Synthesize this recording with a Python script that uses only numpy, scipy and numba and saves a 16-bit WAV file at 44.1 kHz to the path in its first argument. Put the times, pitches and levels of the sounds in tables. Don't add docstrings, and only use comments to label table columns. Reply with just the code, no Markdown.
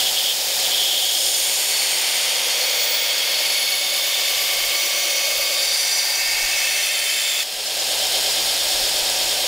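import sys
import numpy as np
from scipy import signal
from scipy.fft import rfft, irfft, next_fast_len
from scipy.io import wavfile
from scipy.ndimage import uniform_filter1d
from numba import njit

SR = 44100
rng = np.random.default_rng(int(sys.argv[2]) if len(sys.argv) > 2 else 0)


def put_to_file(sound):
    columns = np.atleast_2d(sound).T
    safe = np.clip(columns, -1, 1)
    whole_steps = np.round(safe * 32767)
    wavfile.write(sys.argv[1], SR, whole_steps.astype(np.int16))


def rack_gain(trim_db):
    fader = np.asarray(trim_db, float)
    return 10 ** (fader / 20)


N = 417627
T_S = np.arange(N) / SR


def rms_one(x):
    return x / np.sqrt(np.mean(x ** 2) + 1e-20)


def in_time(rows):
    s, *columns = np.transpose(rows)
    return [np.interp(T_S, s, c) for c in columns]


def at_hz(points, hz):
    table_hz, value = np.array(points).T
    return np.interp(np.log(hz), np.log(table_hz), value)


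def coloured(x, gain):
    size = next_fast_len(N)
    hz = np.fft.rfftfreq(size, 1 / SR) + 1
    return irfft(rfft(x, size) * gain(hz))[:N]


def resonance(x, hz, width_hz):
    r, w = np.exp(-np.pi * width_hz / SR), 2 * np.pi * hz / SR
    return rms_one(signal.lfilter([1, 0, -1], [1, -2 * r * np.cos(w), r * r], x))


def sine(level_db, phase):
    return np.sqrt(2) * rack_gain(level_db) * np.sin(phase)


# t/s, rate/(turns/s)
BELT = [
    (0, 8.745),
    (1.1, 8.75),
    (1.7, 8.85),
    (2.7, 8.93),
    (5.5, 8.93),
    (6.2, 8.915),
    (7.4, 8.92),
    (7.6, 8.745),
    (9.47, 8.74),
]


def belt_rate():
    return in_time(BELT)[0]


def belt_lag():
    return (SR / belt_rate()).astype(np.int64)


# t/s, level/dB
GAIN = [(0, 0), (.33, -3.5), (.65, 0), (.9, -3), (1.2, -3.5), (3, -4.5), (5, -5.5), (6, -7), (6.8, -6),
        (7.45, -7), (7.9, 0), (8.15, 1), (9.47, 0.5)]


def gain_db():
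    return in_time(GAIN)[0]


@njit
def recur(fresh, lag, kept):
    out = fresh.copy()
    for i in range(lag.max(), len(out)):
        out[i] = kept * out[i - lag[i]] + np.sqrt(1 - kept * kept) * fresh[i]
    return out


# f/Hz, share/1
REPEATS = [(200, 0.54), (1000, 0.6865), (2200, 0.89), (3400, 0.93), (5500, 0.11), (11000, 0.041)]


def grit(kept, rough_db):
    lag = belt_lag()
    fresh, loose, lumps = rng.standard_normal((3, N))
    clump_db = 1.5 * uniform_filter1d(lumps, size=40) * np.sqrt(40)
    loose = rms_one(loose * rack_gain(clump_db))

    def share(hz):
        return np.clip(at_hz(REPEATS, hz), 0, 1)

    again = coloured(recur(fresh, lag, min(kept, .97)), lambda hz: np.sqrt(share(hz)))
    new = coloured(loose, lambda hz: np.sqrt(1 - share(hz)))
    lumps = uniform_filter1d(recur(lumps, lag, 1.0), size=500)
    lumps = rms_one(uniform_filter1d(lumps, size=500))
    return rms_one((again + new) * rack_gain(rough_db * lumps))


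LIFT_S = 7.405


def blade():
    drive = grit(kept=0.77, rough_db=0.3)
    return cutting(drive) + ringing(drive) + touches(drive)


# f/Hz, density/(dB per Hz)
CUT = [(410, -54), (700, -12.5), (1370, -11.5), (1950, -5.5), (2160, 2.5), (2870, -2), (3450, 0.5),
       (4130, -5), (4520, 3), (6180, -3), (6760, 0), (8110, -8.5), (15500, -8.5)]


def cut_gain(hz):
    return rack_gain(at_hz(CUT, np.minimum(hz, 15400)))


# t/s, hiss level/dB, tilt of top over bottom/dB
CONTACT = [(.85, -32, 20), (1.2, -33.5, 24.5), (1.45, -25.5, 4), (1.8, -23.5, -2), (2.2, -24.5, -8.5),
           (3, -26, -12), (3.5, -25, -8.5), (3.85, -30, -9), (4.2, -24.5, -3.5), (5, -25.5, -4.5),
           (6.2, -26, 2), (6.6, -23.5, -2), (7, -27.5, 3), (7.39, -25, 0)]


def cutting(drive):
    lift_db_per_s = 896
    cut_db, tilt_db = in_time(CONTACT)
    cut_db = cut_db - lift_db_per_s * np.maximum(T_S - LIFT_S - .025, 0)
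    hiss = rms_one(coloured(drive, cut_gain))
    low = coloured(hiss, lambda hz: 1 / (1 + (hz / 4500) ** 2))
    high = hiss - low
    return rack_gain(cut_db) * (low * rack_gain(-tilt_db / 2) + high * rack_gain(tilt_db / 2))


def antinodes(db, s, spacing_s, reach_s):
    node_db = 10
    dip_db = node_db * np.sin(np.pi * (T_S - s) / spacing_s) ** 2
    return db - dip_db - 6 * ((T_S - s) / reach_s) ** 2


# f/Hz, width/Hz
RING_WIDTH = [(540, 39), (1150, 39.16), (2200, 22.99), (4400, 33.43), (8600, 65), (15200, 50.7)]
# f/Hz, level/dB, best antinode t/s, antinode spacing/s, reach for 6 dB/s
RINGS = [(518, -35.5, 2.6749, 1.7, 1.2), (566.87, -39.5, 4.84, 5.0, 1.95),
         (900, -48.5, 2.554, 5.86, .8), (1155.7, -45.5, 4.971, 4.6, 1.5), (1584, -46, 6, 5.0, 0.5526),
         (1826, -39.5, 6.584, 3.292, 2.3352), (2225, -34.5, 6.53, 2.745, 3.5),
         (2560, -36.5, 6.8, 5.0, 0.8263), (2634, -34, 6.82, 3.4, 1.5), (3120, -33, 7.0225, 5.0, 0.3),
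         (3549.1, -33, 4.07, 3.9, 0.4), (3522.2, -32, 7.24, 5.9, 0.5), (3605, -37, 5.473, 2.5, -2),
         (4430, -35.5, 3.75, 0.94, 1.0),
         (4427.6, -35.5, 6.929, 1.77, 6.0), (4440, -35, 1.85, 5.0, -0.1117),
             (4955, -35, 5.96, 1.95, 2.5), (5805.9, -37.5, 2.57, 1.274, 0.8),
             (5885, -31, 5.909, 0.8816, 1.2), (6576.2, -37.5, 2.5698, 1.2709, 3.5),
             (7345.6, -47, 1.5, .65, 2), (7346.6, -35, 7.346, 1.47, 2), (8500, -39, 6.8726, 2.3, 3.5),
             (9140, -39, 5.747, 1.15, 1.5434), (9140, -36, 1.45, 0.855, .55),
         (10160, -36, 3.7295, 1.552, 1.5), (10460, -36.5, 7.122, 1.27, 1.9),
             (11374, -40.5, 1.6, 1.0677, 2.5), (12300, -35, 4.5, 0.8794, .95), (13077, -45, 3.033, 5.0, .5),
             (14000, -46, 6.95, 2.05, 5), (14350, -39, 2.758, .66, -4), (15200, -33, 2.9, 1.055, -0.3)]
# f/Hz, width/Hz, t/s, level/dB, length/s
DAMPED = [(7100, 480, 1.46, -36, .47), (8760, 297.4, 1.6597, -33, 0.76), (3080, 220, 2.2, -37, 0.3707),
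          (3350, 170, 3, -34, .68), (3070, 410.8, 4.4, -33.5, 0.88), (4620, 150, 5.78, -28.5, .36),
          (3730, 200, 5.66, -36, 0.1432), (2118.5, 109.3, 6.68, -38.5, 0.78),
          (2210, 21.36, 4.9454, -35.5, 0.61), (840, 201.2, 6.0876, -44, .43), (2524.7, 100, 5.3, -40, 0.24),
          (5157, 150, 1.21, -33, 0.129), (4390, 8, 3.0682, -33, .6), (4710, 30, 6.15, -36, 0.2098),
          (541, 50, 5.41, -38.5, 0.26), (3430, 81.5, 7.36, -34, 0.0905), (4540, 113.3, 4, -43, 0.19),
          (8400, 90, 5.851, -39, 0.13), (15200, 55, 4.92, -38.5, 0.411), (12226, 60, 7.2, -51, .3),
          (14330, 80, 4.019, -43, .25), (15190, 80, 3.83, -42, .3), (10151, 120, 1.45, -40.5, .25),
          (5837, 140, 5.05, -40, 0.27)]


def ringing(drive):
    bite_s, bite_db_per_s, lift_db_per_s = 1.2, 38.5, 380
    modes = np.zeros(N)
    for hz, db, *place in RINGS:
        modes += rack_gain(antinodes(db + 1.5, *place)) * resonance(drive, hz, at_hz(RING_WIDTH, hz))
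    for hz, width_hz, s, db, length_s in DAMPED:
        swell_db = db + 1.5 - 6.274 * ((T_S - s) / length_s) ** 2
        modes += rack_gain(swell_db) * resonance(drive, hz, width_hz)
    modes = coloured(modes, lambda hz: 1 / (1 + (470 / hz) ** 10.0))
    lifted_db = lift_db_per_s * np.maximum(T_S - LIFT_S, 0)
    unbitten_db = bite_db_per_s * np.maximum(bite_s - T_S, 0)
    return modes * rack_gain(-lifted_db - unbitten_db)


# f/Hz, density/(dB per Hz)
TOUCH_BAND = [(2200, -45), (2600, -28), (2950, -6), (3280, 0), (3620, -5), (4050, -30), (4600, -45)]
# t/s, hold/s, level/dB, fade for 20 dB/s
TOUCH = [
    (0, .09, -26, .02),
    (.155, .05, -23.5, .02),
    (.25, .065, -23, .02),
    (.65, .01, -25, .03),
    (.715, .22, -24.5, .75),
]


def touches(drive):
    rise_db_per_s = 600
    levels = []
    for s, hold_s, db, fade_s in TOUCH:
        rise_db = rise_db_per_s * np.maximum(s - T_S, 0)
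        fade_db = 20 * (np.maximum(T_S - s - hold_s, 0) / fade_s) ** 2
        levels.append(rack_gain(db - rise_db - fade_db))
    scrape = coloured(drive, lambda hz: rack_gain(at_hz(TOUCH_BAND, hz)))
    return np.max(levels, axis=0) * rms_one(scrape)


# t/s, f/Hz, level/dB
FLUTTER = [
    (3.9, 1140, -70),
    (4.2, 1145, -41.5),
    (4.8, 1160, -58.5),
    (5.4, 1190, -42),
    (5.65, 1175, -70),
]


def flutter():
    pitch_hz, level_db = in_time(FLUTTER)
    place = (np.cumsum(belt_rate()) / SR + 0.3824) % 1
    phase = 2 * np.pi * np.cumsum(pitch_hz + 90 * (.5 - place)) / SR
    return np.sin(np.pi * place) * sine(level_db, phase)


# f/Hz, density/(dB per Hz)
IDLE = [(71, -52), (120, -23), (346, -21), (383, -12.5), (541, -9), (748, -5), (1040, -10.5), (1350, -10),
        (1620, -10.5), (1830, -7), (3240, -0.5), (5060, 2), (6080, -6.5), (6730, -3), (15500, -12.5)]
# f/Hz, width/Hz, level/dB
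FRAME = [(592.5, 57.56, -4), (780.7, 15, 0.5), (1632.9, 94.6, 0), (2161.6, 14, 2), (2564, 24, 8.5),
         (2970.1, 56.34, 0.5), (3200, 130, 8), (3570, 29, 13), (4120, 30, 9), (4380, 238.7, 1),
         (5000, 45, -7), (6700, 151.1, 0), (8200, 67.2, 2.5), (9150, 70, 3), (10400, 63, -25),
         (10800, 58, -30), (11800, 71, -46), (12400, 97, -14)]
# f/Hz, width/Hz, level/dB
STAND = [(264.16, 38, -69.5), (348, 13, -51), (426, 15, -52), (535.5, 27.45, -43.5), (607.6, 14.52, -46.5),
         (725.18, 16, -58), (755, 15.97, -48.5), (893, 8, -61), (1030, 9.9, -81), (5559.2, 50, -40),
         (5143.6, 42.64, -42)]


def machine():
    idle_db = -19.5
    drive = grit(kept=0.915, rough_db=0.0514)
    hiss = rms_one(coloured(drive, lambda hz: rack_gain(at_hz(IDLE, np.minimum(hz, 15400)))))
    rings = rms_one(sum(rack_gain(db) * np.sqrt(w) * resonance(drive, hz, w) for hz, w, db in FRAME))
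    out = rack_gain(idle_db - 3.0) * (hiss + rack_gain(-11) * rings)
    out += sum(rack_gain(db) * resonance(drive, hz, w) for hz, w, db in STAND)
    return out + splice() + hum()


# f/Hz, width/Hz, level/dB, lag/s, length/s
SPLICE = [(3000, 100, -37, -.016, .022), (3170, 90, -32, -.01, .026), (3340, 110, -33, -.002, .02),
          (3520, 150, -34, 0.0, .018), (3700, 100, -29, .003, .017), (5000, 500, -35, 0.0, .015)]


def splice():
    passage_s, splice_db = 8.175, -.5
    rate = belt_rate()
    turns = np.cumsum(rate) / SR
    turns = turns - turns[int(passage_s * SR)]
    seam = recur(rng.standard_normal(N), belt_lag(), .6)
    out = np.zeros(N)
    for hz, width_hz, db, lag_s, length_s in SPLICE:
        since_s = ((turns - lag_s * rate + .5) % 1 - .5) / rate
        knock = resonance(resonance(seam, hz, 2 * width_hz), hz, width_hz)
        knock = knock / np.sqrt(.15 + uniform_filter1d(knock ** 2, size=400))
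        out += rack_gain(db + splice_db - 6 * (since_s / length_s) ** 2) * knock
    return out


# f/Hz, level/dB
HUM = [(50, -62), (101, -60.5), (200, -64.5)]


def hum():
    tones = sum(sine(db, 2 * np.pi * hz * T_S) for hz, db in HUM)
    return rack_gain(0.8 * gain_db() + 2.0) * tones


# order/(cycles per turn), idle level/dB, loaded level/dB
WHEELS = [(19, -68, -65), (20, -68, -65), (35, -61, -61), (65, -49, -45), (77, -48, -47), (85, -44, -52),
          (101, -54, -52), (111, -52, -58)]


def wheels():
    rate = belt_rate()
    turns = np.cumsum(rate) / SR
    load = np.clip((rate - 8.75) / .18, 0, 1)
    tones = sum(sine(idle + load * (hard - idle), 2 * np.pi * order * turns)
                for order, idle, hard in WHEELS)
    return rack_gain(gain_db() * (1.5 - load)) * tones


# t/s, level/dB
DRAUGHT = [(.05, -60), (.26, -64.5), (1.27, -60), (1.42, -59), (1.998, -68), (3.06, -60), (3.75, -64),
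           (4.35, -56.5), (4.48, -58), (4.64, -48), (5.38, -51), (5.75, -57), (6.28, -52), (6.46, -42.5),
           (6.78, -61), (7.57, -60), (8.17, -61.5), (8.5, -50.5), (8.8, -41), (9.03, -49), (9.26, -47)]


def draught():
    stir_db, gust_db_per_s = -69.5, 130

    def air_gain(hz):
        return (hz / 18) ** 2 / (1 + (hz / 18) ** 2) / (1 + (hz / 42) ** 3)

    air = rms_one(coloured(rng.standard_normal(N), air_gain))
    gusts = sum(rack_gain(db - gust_db_per_s * abs(T_S - s)) for s, db in DRAUGHT)
    return (rack_gain(stir_db + 0.941 * gain_db()) + gusts) * air


def scene():
    mono = blade() + flutter() + rack_gain(gain_db()) * machine() + wheels() + draught()
    return np.array([mono, mono])


def low_pass(x):
    return signal.sosfilt(signal.butter(12, 16600, fs=SR, output="sos"), x)


# t/s, level before a common 17 dB cut/dB
SPLIT = [(1.353, -7), (2.307, -19), (2.354, -8), (4.257, -12), (4.375, -14), (4.845, -11), (5.537, -17),
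         (6.578, -10), (7.672, -9), (7.805, -7), (7.992, -14), (8.181, -17), (8.316, -9), (8.712, -15),
         (8.767, -15), (8.878, -11), (8.968, -14), (9.061, -13), (9.228, -11)]


def record(dry):
    top_hz, split_s = 15720, .045
    gate = sum(rack_gain(db - 17) * np.cos(np.pi * np.clip((T_S - s) / split_s, -.5, .5)) ** 2
               for s, db in SPLIT)
    treble = coloured(rng.standard_normal(N), lambda hz: (hz > 3800) * cut_gain(hz))
    wet = dry + gate * rms_one(treble) * [[1], [-1]]
    wet = np.array([coloured(c, lambda hz: hz < top_hz) for c in wet])
    return low_pass(wet)


dry = scene()
out = record(dry)
put_to_file(out)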